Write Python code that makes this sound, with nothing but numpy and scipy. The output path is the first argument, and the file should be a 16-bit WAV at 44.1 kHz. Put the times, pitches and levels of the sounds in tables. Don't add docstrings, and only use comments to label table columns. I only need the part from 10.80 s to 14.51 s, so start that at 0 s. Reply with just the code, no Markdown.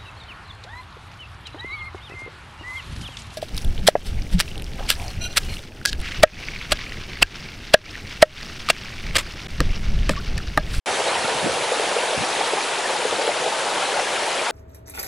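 import sys
import numpy as np
from scipy import signal
from scipy.fft import rfft, irfft, next_fast_len
from scipy.io import wavfile
from scipy.ndimage import uniform_filter1d, map_coordinates

SR = 44100
rng = np.random.default_rng(int(sys.argv[2]) if len(sys.argv) > 2 else 0)


def dump_mix(stems):
    frames = np.atleast_2d(stems).T
    limited = np.clip(frames, -1, 1)
    pcm = np.round(limited * 32767).astype(np.int16)
    wavfile.write(sys.argv[1], SR, pcm)


def level_to_linear(level):
    exponent = np.asarray(level, float) / 20
    return 10 ** exponent


N = 163611


def unit(x):
    return x / np.sqrt(np.mean(x ** 2) + 1e-20)


def along(points, hz):
    f, v = np.transpose(points)
    return np.interp(np.log(hz + 1), np.log(f + 1), v)


def curves(rows):
    s, *cols = np.transpose(rows)
    return [np.interp(np.arange(N) / SR, s, c) for c in cols]


def wobble(rate_hz):
    return map_coordinates(rng.standard_normal(N // 100), [np.arange(N) * rate_hz / SR])


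def filtered(x, response):
    m = next_fast_len(N + SR // 2)
    return irfft(rfft(x, m) * response(np.fft.rfftfreq(m, 1 / SR)), m)[..., :N]


def peaks(table):
    def response(f):
        total = 0
        for k, (c, w, db) in enumerate(table):
            total = total + (-1) ** k * level_to_linear(db) * 1j * f * w / (c * c - f * f + 1j * f * w)
        return total
    return response


def spread(pair, alike):
    def rotation(hz):
        turn = np.arccos(np.clip(along(alike, hz), -1, 1)) / 2
        return np.array([np.cos(turn), np.sin(turn)])
    mid, side = filtered(pair, rotation)
    return unit(np.array([mid + side, mid - side]))


def patchy(patchy_db):
    z = signal.stft(rng.standard_normal((2, N)), nperseg=512)[2]
    field = uniform_filter1d(rng.standard_normal(z.shape[1:]), size=4, axis=0)
    field = uniform_filter1d(field, size=6, axis=1)
    return signal.istft(z * level_to_linear(patchy_db * unit(field)), nperseg=512)[1][:, :N]


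def grains(pitch_hz, octaves, cycles, scatter_db, rise, count, size):
    when = rng.random((2, count, 1))
    detune = rng.standard_normal((2, count, 1))
    strength = np.minimum(rng.exponential(size=(2, count, 1)), 3)
    turns = np.clip(pitch_hz * 2 ** (octaves * detune), 100, 11000) * np.arange(size) / SR
    u = turns / cycles
    envelope = level_to_linear(scatter_db * strength) * np.exp(-u) * (1 - np.exp(-4 * u))
    shape = envelope * np.sin(2 * np.pi * turns * (1 + rise * u / 2))
    at = (when * N).astype(int) + np.arange(size)
    return unit(np.array([np.bincount(a.ravel(), s.ravel(), N + size)[:N] for a, s in zip(at, shape)]))


# t/s, level/dB
INSECT_LEVEL = [
    (0, -49),
    (1.1, -46),
    (1.45, -45),
    (1.6, -62),
    (3.7, -69),
]


def insect():
    level_db, = curves(INSECT_LEVEL)
    buzz = peaks([(9900, 330, 0)])
    noise = filtered(rng.standard_normal((2, N)), lambda hz: buzz(hz) ** 2)
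    return level_to_linear(level_db + 2.0 * wobble(7.3)) * spread(noise, [(9000, 1.0)])


# t/s, level/dB
BREEZE_LEVEL = [(.06, -50), (.3, -50), (.4, -40), (.8, -43), (.87, -64), (1.2, -52), (1.32, -55),
                (1.5, -58), (1.75, -60), (2.15, -62), (2.3, -48), (2.85, -62), (3.5, -70), (3.68, -52)]
# f/Hz, density/dB
BREEZE_SPECTRUM = [(25, -61), (70, -7), (150, -5.5), (250, 1), (450, -9), (900, -19.5)]
# t/s, level/dB, length/s, centre f/Hz
PUFF_EVENTS = [(0.115, -45, .04, 70), (0.388, -42.5, .03, 90), (0.452, -31.5, 0.019, 169),
               (0.567, -40, 0.034, 110), (0.645, -28, 0.031, 159), (0.67, -24, 0.021, 270),
               (0.704, -41, .03, 100), (0.732, -41, 0.035, 80), (0.816, -41, .025, 130),
               (1.378, -31, .02, 210), (1.386, -35, .02, 95), (1.405, -32.5, 0.018, 119),
               (1.428, -31.5, 0.027, 220), (1.615, -56, 0.018, 190), (2.327, -53, 0.074, 90),
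               (2.61, -42.5, 0.024, 180)]
# f/Hz, likeness/1
PORT_LIKENESS = [(40, 0.94), (120, .65), (300, .1)]


def breeze():
    octaves, floor_hz = .9, 75
    level_db, = curves(BREEZE_LEVEL)
    t, white = np.arange(N) / SR, rng.standard_normal((2, 2, N))
    steady = filtered(white[0], lambda hz: level_to_linear(along(BREEZE_SPECTRUM, hz)))
    out = level_to_linear(level_db + 1.8 * wobble(22.15)) * spread(steady, PORT_LIKENESS)
    gusty = spread(white[1], PORT_LIKENESS)
    for s, db, length_s, centre_hz in PUFF_EVENTS:
        def band(hz):
            bell = np.exp(-(np.log2((hz + 1) / centre_hz) / octaves) ** 2)
            return bell * hz ** 2 / (hz ** 2 + floor_hz ** 2)
        shape = np.exp(-(2 * (t - s) / length_s) ** 2)
        puff = shape * filtered(gusty, band)
        out += level_to_linear(db) * puff * np.linalg.norm(shape) / np.linalg.norm(puff.mean(axis=0))
    return out


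# f/Hz, density/dB
WATER_SPECTRUM = [(25, -59), (60, -30), (130, -19.5), (270, -13.5),
                  (370, -5.5), (500, -1.5), (930, -1), (1040, -5), (2000, -9), (3150, -10), (5000, -15.5),
                  (11000, -20)]


def sheet():
    return unit(filtered(patchy(patchy_db=1.53), lambda hz: level_to_linear(along(WATER_SPECTRUM, hz))))


def fizz():
    return grains(pitch_hz=2683, octaves=0.612, cycles=5.4, scatter_db=3, rise=0.13, count=5000, size=300)


def drops():
    return grains(pitch_hz=2798, octaves=.9, cycles=8.4, scatter_db=7.5, rise=0.018, count=700, size=900)


def spit():
    return grains(pitch_hz=6000, octaves=0.75, cycles=0.83, scatter_db=6.5, rise=0.017, count=3000, size=64)


# f/Hz, width/Hz, level/dB
TROUGH_MODES = [(484, 119, 2), (881, 150, 1.5)]


def bubbles():
    top_hz = 1040
    ringing = grains(pitch_hz=639, octaves=0.416, cycles=3.2, scatter_db=4.5, rise=0.025, count=1000, size=1200)
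    return unit(filtered(ringing, lambda hz: peaks(TROUGH_MODES)(hz) / (1 + (hz / top_hz) ** 12)))


# t/s, peak level/dB, f/Hz, length/s
POCKETS = [(0.194, -14.5, 428, 0.017), (0.269, -17, 810, 0.012), (0.679, -17, 497, 0.017),
           (0.834, -16, 510, 0.012), (0.915, -11.5, 490, 0.013), (0.931, -20.5, 530, 0.015),
           (0.993, -14.5, 510, 0.014), (1.016, -20.5, 480, 0.018), (1.109, -18, 516, 0.014),
           (1.162, -11.5, 533, 0.012), (1.303, -16, 526, 0.017), (1.326, -14, 620, 0.011),
           (1.344, -14.5, 517, 0.01), (1.426, -15.5, 787, 0.026), (1.605, -11.5, 810, 0.012),
           (1.731, -10, 484, 0.011), (1.77, -15.5, 840, 0.02), (2.092, -17, 830, 0.011),
           (2.218, -21, 563, 0.012), (2.246, -14, 415, 0.021), (2.324, -12, 504, 0.01),
           (2.385, -14.5, 540, 0.014), (2.474, -11, 483, 0.012), (2.489, -15.5, 617, 0.013),
           (2.66, -11.5, 503, 0.01), (2.671, -14, 606, 0.018), (2.711, -16.5, 855, 0.027),
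           (3.085, -28, 907, 0.016), (3.188, -11.5, 700, 0.009), (3.475, -14.5, 883, 0.012)]


def glugs():
    rise, width_hz, trough_db, level_db = .3, 120, -13, -7
    out, t = np.zeros(N + SR), np.arange(SR // 6) / SR
    f = np.fft.rfftfreq(len(t), 1 / SR)
    trough = level_to_linear(trough_db) * peaks(TROUGH_MODES)(f) ** 2
    for s, db, hz, length_s in POCKETS:
        rough = rfft(rng.standard_normal(len(t)))
        u = t / length_s
        shape = (1 - np.exp(-(u / rise) ** 2)) * np.exp(-u ** 2)
        pocket = peaks([(hz, width_hz, 0)])(f) ** 2 + trough
        burst = shape * irfft(rough * pocket, len(t))
        burst *= np.linalg.norm(shape / shape.max()) / np.linalg.norm(burst)
        out[round(s * SR):][:len(t)] += level_to_linear(db + level_db) * burst
    return out[:N]


# t/s, level/dB, left over right/dB
FLOW_LEVEL = [(.06, -27.5, 0.2), (.13, -26.5, .4), (.4, -27, 0.2), (.82, -27.5, .5), (1.1, -26.5, .5),
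              (1.3, -27.5, .6), (1.6, -26.5, .7), (1.85, -27.5, 0.6), (2.2, -27.5, 1.5), (2.6, -27.5, 1.3),
              (3, -27, 1.2), (3.3, -27, 1.4), (3.6, -27, 1.5), (3.7, -28, 1.5)]
# f/Hz, likeness/1
WATER_LIKENESS = [(60, 1), (170, 0.94), (490, 0.95), (1410, 0.91), (4050, 0.88), (11600, 0.82)]


def water():
    flow_db, pan_db = curves(FLOW_LEVEL)
    swell_db = flow_db + 0.1 * wobble(3.9) + 0.13 * wobble(14)
    layers = [(3.5, sheet()),
              (-10.5 + 4.5 * wobble(10), bubbles()),
              (-6 + 0.38 * wobble(7.2), fizz()),
              (-10, drops()),
              (-14 + 0.52 * wobble(30), spit())]
    flow = sum(level_to_linear(db) * spread(x, WATER_LIKENESS) for db, x in layers)
    return (level_to_linear(swell_db) * flow + glugs()) * level_to_linear(np.array([pan_db, -pan_db]) / 2)


def scene():
    return insect() + breeze() + water()


# t/s, limit f/Hz
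LIMIT_OPENINGS = [(.21, 11200), (.605, 11350), (.745, 11350), (1.36, 11170), (1.67, 11560), (1.89, 11200),
                  (2.42, 11200), (2.9, 11560), (3.18, 11200), (3.27, 11200), (3.48, 11560), (3.64, 11220)]


def band_limit(dry):
    top_hz, open_s, open_db = 11060, .018, -9
    t, mono = np.arange(N) / SR, dry.mean(axis=0)
    kept = filtered(dry, lambda hz: hz < top_hz)
    for s, limit_hz in LIMIT_OPENINGS:
        extra = filtered(mono, lambda hz: (hz >= top_hz) & (hz < limit_hz))
        kept = kept + level_to_linear(open_db) * np.exp(-((t - s) / open_s) ** 2) * extra
    return kept


def holes(pair):
    hole_db, from_hz = -6, 4200
    hz, _, z = signal.stft(pair[0] - pair[1], SR, nperseg=2048)
    power = uniform_filter1d(abs(z) ** 2, size=6, axis=0)
    weak = (power < level_to_linear(2 * hole_db) * power.mean(axis=1, keepdims=True)) & (hz[:, None] > from_hz)
    near = uniform_filter1d(uniform_filter1d(weak * 1., size=5, axis=0), size=2, axis=1)
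    lost = signal.istft(z * (near > 1e-6), SR, nperseg=2048)[1][:N] / 2
    return pair - np.array([lost, -lost])


def roll_off(x):
    return signal.sosfilt(signal.butter(12, 12210, fs=SR, output="sos"), x)


def record(dry):
    start_s, fade_s, before_db = .0591, .0002, -70
    gate = np.clip((np.arange(N) / SR - start_s) / fade_s, level_to_linear(before_db), 1)
    return roll_off(holes(band_limit(dry)) * gate)


dry = scene()
out = record(dry)
dump_mix(out)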